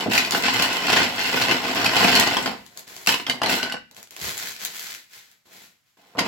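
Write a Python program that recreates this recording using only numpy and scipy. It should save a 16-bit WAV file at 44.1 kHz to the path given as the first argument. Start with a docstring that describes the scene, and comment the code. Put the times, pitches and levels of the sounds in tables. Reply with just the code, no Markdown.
"""Plastic tiles poured from a bag

Hexagonal plastic tiles are shaken out of a thin plastic bag onto a table in a small room.
Each contact rings a tile and knocks the table top (decaying sines and noise) while the film crinkles (tiny crackles).
The last tiles land as clear single blows and one rocks to rest; the empty bag is put aside.
Then a hand slides in and pushes the heap."""
import sys
import numpy as np
from scipy import signal
from scipy.fft import rfft, irfft
from scipy.io import wavfile
from scipy.ndimage import uniform_filter1d

SR = 44100
rng = np.random.default_rng(int(sys.argv[2]) if len(sys.argv) > 2 else 0)


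def to_wav(sig):
    """Store sig (one row per channel, or 1-D mono) as 16-bit WAV at the path in sys.argv[1].

    Samples outside -1..1 are clipped; the rate is SR.
    """
    pcm = np.clip(np.atleast_2d(sig), -1, 1) * 32767
    pcm = np.round(pcm).astype(np.int16)
    wavfile.write(sys.argv[1], SR, pcm.T)  # frames by channels


N = 276507
T = np.arange(N) / SR
RING = T[:4096]  # time axis of one hit, in seconds

# The ways a tile rings: f/Hz, level/dB, time to fall by 60 dB/s
TILE_MODES = [(1511, 1, 0.11), (1959, 4, 0.047), (2058, -0.5, 0.056), (2390, -3.5, 0.058), (2650, 4, 0.097),
              (2960, -4.5, 0.03), (2930, 2.5, 0.12), (3290, 0.5, 0.029), (4060, -13, 0.014),
              (4390, 1, 0.048), (4590, -11, 0.014), (5160, -2.5, 0.058), (5480, -1.5, .025),
              (6220, -2.5, 0.013), (7360, -4.5, 0.025), (7930, -16.5, 0.014)]
# The ways the table top rings: f/Hz, level/dB, time to fall by 60 dB/s
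TABLE_MODES = [(128, -13.5, 0.73), (186, -9, 0.071), (252.6, -2.5, 0.14), (274.8, -6.5, 0.19),
               (337, -7, 0.046), (398, -2.5, 0.028), (516, -1, 0.038), (691, -2.5, 0.064), (803, 2, 0.028),
               (898, -3, 0.038), (1014, 2, 0.029), (1200, -4, 0.034)]
# Tone colour of the crack when tiles meet: f/Hz, relative level/dB
CRACK_COLOUR = [(300, -23.5), (900, -4), (1600, 7), (2800, 4), (5000, 3), (7500, -28), (10000, -16.5),
                (16000, -46)]
# Tone colour of the sharp tick of a tile's edge: f/Hz, relative level/dB
EDGE_COLOUR = [(1500, -26.5), (4500, 8), (7500, 1.5), (11000, -1), (16000, -15)]
# Tone colour of the dull thud in the table: f/Hz, relative level/dB
THUD_COLOUR = [(40, -21), (85, -12), (135, -4), (230, -1), (330, -1.5), (560, -2), (900, 1.5), (1300, -4.5),
               (2200, -11), (6000, -64)]
# Tone colour of the crinkling film: f/Hz, relative level/dB
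FILM_COLOUR = [(150, -33.5), (600, -10.5), (1200, -5.5), (1500, 1), (2100, 0.5), (3000, -1.5), (4200, -2.5),
               (7500, -5.5), (11000, -9), (16000, -8.5)]


def undb(db):
    """Turn decibels into a gain."""
    return 10 ** (np.asarray(db) / 20)


def colour(x, points):
    """Filter a sound to a drawn tone colour, with no sound ahead of its cause and an rms gain of 1."""
    hz, db = np.transpose(points)
    size = 2048
    freqs = np.arange(size // 2 + 1) * SR / size
    gain = undb(np.interp(np.log(freqs + 1), np.log(hz), db))
    # folding the cepstrum forward in time gives the minimum-phase filter
    cepstrum = irfft(np.log(gain / np.sqrt(np.mean(gain ** 2))))
    cepstrum[1:size // 2] *= 2
    cepstrum[size // 2 + 1:] = 0
    impulse = irfft(np.exp(rfft(cepstrum)))
    return signal.fftconvolve(x, impulse[None], axes=1)[:, :x.shape[1]]


def noise(size, apart):
    """Stereo noise; apart 0 is the same in both ears, 1 is unrelated."""
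    mid, side = rng.standard_normal((2, size))
    return np.array([mid + apart * side, mid - apart * side]) / np.sqrt(1 + apart ** 2)


def unit(hit):
    """Scale a hit to rms 1 over about its first 6 ms."""
    return hit / np.sqrt(np.mean(hit[:, :256] ** 2))


def add(out, s, hit, lag=0):
    """Mix a hit in at time s, reaching the right ear lag samples later."""
    for ear, shift in enumerate((0, lag)):
        i = int(np.clip(s * SR + shift, 0, N))
        out[ear, i:i + hit.shape[1]] += hit[ear, :N - i]


def steady(x):
    """Even out the slow level of a texture and keep its grain."""
    power = uniform_filter1d(np.mean(x ** 2, axis=0), size=2600)
    return x / np.sqrt(np.maximum(power, 0) + 1e-6)


def burst(t60, apart):
    """A short dying crackle of noise; t60 is the time to fall by 60 dB, in seconds."""
    return unit(noise(len(RING), apart) * 1000 ** (-RING / t60))


def tone(hz, t60):
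    """A single struck mode as a dying sine, met a little out of step by the two ears."""
    phase = np.array([[0], [rng.standard_normal()]])
    return unit(np.sin(2 * np.pi * hz * RING + phase) * 1000 ** (-RING / t60))


def ring(modes, weights, detune, apart):
    """One blow on a body: the place of contact sets each mode's share, and each ear hears its own mix."""
    hz, db, t60 = np.transpose(modes)
    hz = hz * (1 + detune * rng.standard_normal(len(hz)))
    t = RING.astype(np.float32)
    sines = np.sin(np.outer(np.float32(2 * np.pi * hz), t))
    decays = np.exp(np.outer(np.float32(-np.log(1000) / t60), t))
    shares = noise(len(hz), apart) * undb(db) * weights
    fade = 1 - RING / RING[-1]
    return unit(shares @ (sines * decays) * fade)


def bounced(hit, gap_s=0.0016, touch_db=-7, bounce_db=-5):
    """A tile lands in steps: a corner touches, the face strikes, then it bounces once."""
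    gaps = rng.uniform([0.2, 0.5], [0.7, 1.8])
    strike, bounce = (SR * gap_s * np.cumsum(gaps)).astype(int)
    out = undb(touch_db) * hit
    out[:, strike:] += hit[:, :-strike]
    out[:, bounce:] += undb(bounce_db) * hit[:, :-bounce]
    return unit(out)


def crinkle(per_s, spread_db, t60):
    """Creases of unequal size, each a tiny crackle with one of eight stereo patterns."""
    out = np.zeros((2, N))
    sizes = undb(spread_db * np.minimum(rng.exponential(size=N), 4.5))
    chance, places = rng.random(N), rng.integers(0, 8, N)
    for place in range(8):
        clicks = sizes * (chance < per_s / SR) * (places == place)
        crackle = burst(t60, apart=0.93)[:, :512]
        out += signal.oaconvolve(clicks[None], crackle, axes=1)[:, :N]
    return steady(out)


def swell(start, rise_s, length, fall_db_per_s):
    """Gain of one movement: it builds up, holds to the end of its length and dies away."""
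    rise = np.clip((T - start) / rise_s, 0, 1)
    return rise * undb(-fall_db_per_s * np.clip(T - start - length, 0, 1))


def together(shapes, levels_db):
    """Overlapping movements add in power; one gain curve for each column of levels."""
    return np.sqrt(undb(levels_db).T ** 2 @ np.array(shapes) ** 2)


def tumbling(per_s=330, spread_db=2.5, settle_db_per_s=185):
    """Many small contacts: each rings a tile with a crack and an edge tick, and passes a knock to the table."""
    # Each shake, drop or push sets off a surge of tiles:
    # start t/s, rise/s, length/s, tile clatter level/dB, table knock level/dB, film crinkle level/dB
    surges = [(0.0, 0.001, 0.0065, -24, -26.5, -43), (0.09, 0.042, 0.082, -17.5, -27.5, -32),
              (0.324, 0.026, 0.02, -23.5, -22, -31), (0.414, 0.049, 0.04, -13.5, -25, -42.5),
              (0.518, .02, 0.14, -19.5, -26.5, -38), (0.692, 0.027, 0.077, -22.5, -31.5, -43),
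              (0.787, 0.14, 0.23, -15.5, -23.5, -37.5), (1.14, 0.05, .15, -21.5, -36.5, -41),
              (1.264, 0.11, 0.17, -19.5, -27, -37), (1.459, 0.045, 0.06, -16.5, -21, -40),
              (1.617, 0.026, 0.1, -25, -28.5, -45.5), (1.728, 0.038, 0.16, -21.5, -25.5, -43),
              (1.878, 0.11, 0.34, -16, -22, -34), (2.242, 0.011, 0.12, -23, -28.5, -43.5),
              (2.438, 0.023, .045, -31, -27, -62.5), (3.07, .015, 0.015, -34, -24, -28.5),
              (3.278, .012, 0.016, -37, -27.5, -44), (3.42, 0.013, 0.055, -27, -25, -58),
              (3.48, 0.014, 0.07, -20.5, -27.5, -33.5), (3.625, 0.012, 0.03037, -35.5, -33.5, -54),
              (5.966, .008, 0.38, -61, -59.5, -68.5), (6.166, 0.029, 0.03, -26.5, -25.5, -52),
              (6.23, 0.033, 0.046, -30, -27.5, -46)]
    # between shakes the tiles keep shifting in the tipped bag (same columns)
    pour = (0.095, 0.02, 2.38, -31, -33.5, -46)
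    moves = np.array([pour] + surges)
    shapes = [swell(start, rise_s, length, settle_db_per_s) for start, rise_s, length in moves[:, :3]]
    clatter, knock, film = together(shapes, moves[:, 3:])

    tiles, cracks, table, thuds = np.zeros((4, 2, N))
    for s, a, b in rng.random((int(per_s * N / SR), 3)):
        s *= T[-1]
        if clatter[int(s * SR)] < undb(-80):  # too quiet to be worth computing
            continue
        # a few contacts are much harder than the rest; the hard ones tend to reach the table too
        size, weight = undb(-spread_db * np.log(np.array([a, (a + b) / 2]) + 0.024))
        lag = rng.integers(-5, 6)
        add(tiles, s, size * ring(TILE_MODES, 1, detune=0.032, apart=0.92), lag)
        add(cracks, s, size * burst(t60=0.015, apart=0.77), lag)
        add(table, s, weight * ring(TABLE_MODES, 1, detune=0.031, apart=0.11), lag)
        add(thuds, s, weight * burst(t60=0.024, apart=0.067), lag)
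    tiles = steady(tiles + undb(-1.5) * colour(cracks, CRACK_COLOUR))
    ticks = undb(-17) * steady(colour(cracks, EDGE_COLOUR))
    table = steady(table + undb(-2.5) * colour(thuds, THUD_COLOUR))
    creases = colour(crinkle(per_s=640, spread_db=3.5, t60=0.015), FILM_COLOUR)
    return undb(-3.5) * clatter * (tiles + ticks) + undb(0.08) * knock * table + undb(5.5) * film * creases


def blows(lead_t60=0.015, crack_db=-5):
    """Hard single blows; the corner that lands makes one mode sing briefly above the rest."""
    # Single tile blows: t/s, strongest ring f/Hz, table knock level/dB, tile clack level/dB
    landings = [(0.006, 3000, -50.5, -27.5), (0.151, 2500, -36.5, -23), (0.178, 2560, -31, -12),
                (0.248, 2450, -36.5, -23.5), (0.321, 4550, -30, -21.5), (0.348, 1530, -25, -17.5),
                (0.482, 2750, -21.5, -21.5), (0.596, 2677, -36, -24), (0.624, 4336, -27.5, -19),
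                (0.899, 2780, -21, -22), (0.924, 2930, -29.5, -25.5), (0.96, 4233, -21.5, -23.5),
                (1.0, 2110, -20, -26), (1.343, 2500, -20.5, -34.5), (1.421, 4340, -22, -22),
                (1.511, 2740, -33, -19.5), (1.844, 4410, -32, -21), (1.861, 2548, -32, -16.5),
                (1.965, 2930, -19, -16.5), (2.029, 2930, -20.5, -30), (2.046, 2430, -14.5, -18.5),
                (2.152, 4380, -22.5, -16), (2.161, 4231, -31.5, -16), (2.198, 3520, -25.5, -21.5),
                (2.273, 4400, -23, -25), (2.368, 3215, -18.5, -21), (2.459, 1421, -26, -21.5),
                (3.072, 2700, -28.5, -14), (3.091, 2800, -33, -15), (3.123, 2710, -37, -21),
                (3.141, 2860, -27.5, -20), (3.198, 2800, -32, -31), (3.266, 3267, -36.5, -25),
                (3.297, 2930, -31.5, -17), (3.417, 2820, -19.5, -26), (3.433, 2980, -26.5, -21),
                (3.46, 4100, -39, -22.5), (3.495, 2660, -36, -22), (3.529, 2700, -28, -24),
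                (3.629, 2930, -27, -22.5), (3.661, 1520, -44, -35), (3.698, 2060, -52, -34),
                (3.722, 2910, -33, -27), (3.741, 2840, -27.5, -40.5), (6.187, 1984, -25, -19.5),
                (6.192, 4900, -27.5, -20.5)]
    # sharper contacts ring higher and tick harder: the tick against the clack at the main ring
    tick_db, tick_db_per_octave, main_ring_hz = -9, 4, 2500
    out, cracks, thuds, edges = np.zeros((4, 2, N))
    for s, hz, knock_db, clack_db in landings:
        lag = rng.integers(-2, 5)
        edge_db = clack_db + tick_db + tick_db_per_octave * np.log2(hz / main_ring_hz)
        clack = ring(TILE_MODES, 1, detune=0.025, apart=0.78) + undb(5.5) * tone(hz, lead_t60)
        add(out, s, undb(clack_db) * bounced(clack), lag)
        add(cracks, s, undb(clack_db + crack_db) * bounced(burst(t60=0.049, apart=0.38)), lag)
        add(out, s, undb(knock_db) * ring(TABLE_MODES, 1, detune=0.035, apart=0.57), lag)
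        add(thuds, s, undb(knock_db) * bounced(burst(t60=0.051, apart=0.25)), lag)
        add(edges, s, undb(edge_db) * bounced(burst(t60=0.026, apart=0.25)), lag)
    cracks = colour(cracks, CRACK_COLOUR)
    thuds = undb(-1.5) * colour(thuds, THUD_COLOUR)
    return out + cracks + thuds + colour(edges, EDGE_COLOUR)


def bumps(ring_db=-6, lowest_hz=80):
    """Soft pushes give a dull thud of filtered noise and stir mainly the table's low modes."""
    # Soft bumps of hands and bag on the table: t/s, level/dB, highest f of the push/Hz
    pushes = [(0.06, -23, 705), (0.069, -33, 388), (0.081, -21.5, 387), (4.215, -37, 126),
              (4.263, -43, 173), (4.651, -60, 170.6), (5.974, -67, 1297), (6.151, -37.5, 1022),
              (6.177, -31.5, 585), (6.207, -27.5, 540)]
    out = np.zeros((2, N))
    mode_hz = np.array(TABLE_MODES)[:, 0]
    for s, db, top_hz in pushes:
        soft = 1 / (1 + (mode_hz / top_hz) ** 4)  # the softer the push, the fewer high modes
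        band = signal.butter(3, [min(lowest_hz, top_hz / 2), top_hz], "band", fs=SR, output="sos")
        thud = signal.sosfilt(band, burst(t60=0.099, apart=0.25))
        thud /= np.sqrt(np.mean(thud[:, :SR // 40] ** 2))
        table = ring(TABLE_MODES, soft, detune=0.03, apart=0.19)
        add(out, s, undb(db) * (thud + undb(ring_db) * table))
    return out


def bag(snap_t60=0.009, relax_db_per_s=177.5):
    """The film's stiff creases snap through one by one; handled empty, it crinkles, slides and flutters."""
    # Creases snapping through in the film: t/s, level/dB, f that sets the noise band/Hz
    creases_snapping = [(0.309, -20.5, 5300), (0.424, -27, 5600), (0.623, -20.5, 8900), (0.729, -28, 5000),
                        (1.749, -28.5, 3706), (2.198, -14, 8000), (2.428, -32, 4600), (2.664, -44, 6400),
                        (2.774, -34, 5860), (2.793, -38, 8900), (2.878, -44, 6800), (2.965, -36, 5600),
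                        (3.063, -27.5, 3800), (3.072, -20.5, 9150), (3.912, -47, 5100), (3.947, -49, 5700),
                        (3.966, -41, 5400), (4.029, -40, 7900), (4.073, -49.5, 5900), (4.108, -41, 8350),
                        (4.165, -34, 3800), (4.378, -29, 8350), (4.564, -36.5, 5400), (4.65, -23.5, 9800),
                        (4.795, -31.5, 9000), (5.315, -53, 9000)]
    # Strokes of the hands on the empty bag:
    # start t/s, rise/s, length/s, crinkle level/dB, flutter level of the loose film/dB
    hand_strokes = [(2.545, 0.033, 0.27, -54.5, -61.5), (2.752, .02, 0.029, -45, -49.5),
                    (2.866, 0.0091, .18, -42.5, -53), (3.902, .01, 0.014, -66, -57),
                    (3.948, 0.035, 0.037, -44.5, -51), (4.104, .01, .07, -47.5, -57.5),
                    (4.163, 0.092, 0.13, -27.5, -40.5), (4.312, 0.076, 0.18, -31.5, -48),
                    (4.576, 0.048, 0.08, -31.5, -47.5), (4.69, 0.058, 0.24, -35, -56),
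                    (5.082, .07, 0.094, -43, -63.5), (5.215, .03, .11, -57.5, -73),
                    (5.448, 0.013, 0.063, -56, -60.5), (5.501, 0.025, 0.14, -47.5, -59.5),
                    (5.85, .015, 0.053, -67.5, -88)]
    # Tone colour of the fluttering film: f/Hz, relative level/dB
    flutter_colour = [(40, -12.5), (120, -3.5), (350, -3), (700, -5), (1100, -7.5), (2200, -20),
                      (6000, -56.5)]
    snaps = np.zeros((2, N))
    for s, db, hz in creases_snapping:
        band = signal.butter(1, [hz / 4.8, min(hz * 1.48, 0.45 * SR)], "band", fs=SR, output="sos")
        snap = unit(signal.sosfilt(band, burst(snap_t60, apart=1.0)))
        add(snaps, s, undb(db) * snap, lag=4.3)

    strokes = np.array(hand_strokes)
    shapes = [swell(start, rise_s, length, relax_db_per_s) for start, rise_s, length in strokes[:, :3]]
    handling, flapping = together(shapes, strokes[:, 3:])
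    # gentle handling only slides film over film; firmer handling buckles it
    buckling = handling / (handling + undb(-52))
    creases = np.sqrt(buckling) * crinkle(per_s=900, spread_db=2, t60=0.0022)
    sliding = np.sqrt(1 - buckling) * crinkle(per_s=6000, spread_db=-1.5, t60=0.013)
    rustle = undb(-1.5) * handling * colour(creases + sliding, FILM_COLOUR)
    loose_film = colour(crinkle(per_s=810, spread_db=2.5, t60=0.0043), flutter_colour)
    flutter = undb(2.3) * flapping * loose_film
    leftward = undb(np.array([[0.9], [-0.9]]))  # a little louder in the left ear
    return leftward * (snaps + rustle + flutter)


def rocking(start=3.6, stop=3.765, hz=1510, t60=0.075, db=-30, fade_db=-7):
    """A tile rocks on its rim: quick taps keep its lowest mode singing, and weaken as it lies flat."""
    out = np.zeros((2, N))
    for progress in np.linspace(0, 1, num=8):
        s = start + (stop - start) * progress + 0.0018 * rng.standard_normal()
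        tap = tone(hz, t60) + 0.68 * ring(TILE_MODES, 1, detune=0.015, apart=0.5)
        add(out, s, undb(db + fade_db * progress ** 4) * tap)
    return out


def room(x, wet_db=-4, early_db=-7, early_t60=0.1):
    """Things on the table scatter the sound at once; the walls add a tail, longest and most alike in the bass."""
    # The room's decay: f/Hz, time to fall by 60 dB/s
    decay = np.array([(100, 0.71), (300, 0.34), (800, 0.16), (2000, 0.38), (6000, 0.3), (15000, 0.037)])
    t = T[:SR * 3 // 4]
    freqs = np.arange(len(t) // 2 + 1) * SR / len(t)
    octave = np.log2(np.clip(freqs, 125, 16000) / 125)
    echo = 0
    for k in range(8):  # one band of noise per octave, from 125 Hz up
        hz = 125 * 2 ** k
        t60 = np.interp(np.log(hz), np.log(decay[:, 0]), decay[:, 1])
        spectrum = rfft(noise(len(t), min(1, hz / 700)))
        band = irfft(spectrum * np.maximum(1 - abs(octave - k), 0), len(t))
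        late = 1000 ** (-t / t60) * np.clip(t / 0.012, 0, 1)
        early = 1000 ** (-t / early_t60) * (t > 0.001)
        late = undb(wet_db) * late / np.linalg.norm(late)
        early = undb(early_db) * early / np.linalg.norm(early)
        echo = echo + band * (late + early)
    return x + signal.fftconvolve(x, echo, axes=1)[:, :N]


def scene(open_share=0.067):
    """Tiles, table and bag in the room, over faint background air; hard blows also come directly."""
    # Tone colour of the background air: f/Hz, relative level/dB
    air_colour = [(30, -1), (130, 2), (400, -14), (1500, -10), (5000, -13.5), (16000, -21.5)]
    air = undb(-70) * colour(noise(N, apart=0.7), air_colour)
    hard = blows()
    sources = tumbling() + hard + bumps() + bag() + rocking()
    return undb(-1.48) * room(sources) + open_share * hard + air


def record(dry):
    """The microphone colours the sound and drops deep bass; the recorder clips at full scale and cuts the top."""
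    # The microphone's colour: f/Hz, relative level/dB
    mic_colour = [(100, -2), (7900, 3), (8700, -7), (9800, -2), (11300, 4.5), (16000, -1)]
    low_cut_hz, top_hz = 84, 16100
    low_cut = signal.butter(2, low_cut_hz, "high", fs=SR, output="sos")
    heard = signal.sosfilt(low_cut, colour(dry, mic_colour))
    top_cut = signal.ellip(10, 0.2, 75, top_hz, fs=SR, output="sos")
    return signal.sosfilt(top_cut, np.clip(heard, -1, 1))


dry = scene()
out = record(dry)
to_wav(out)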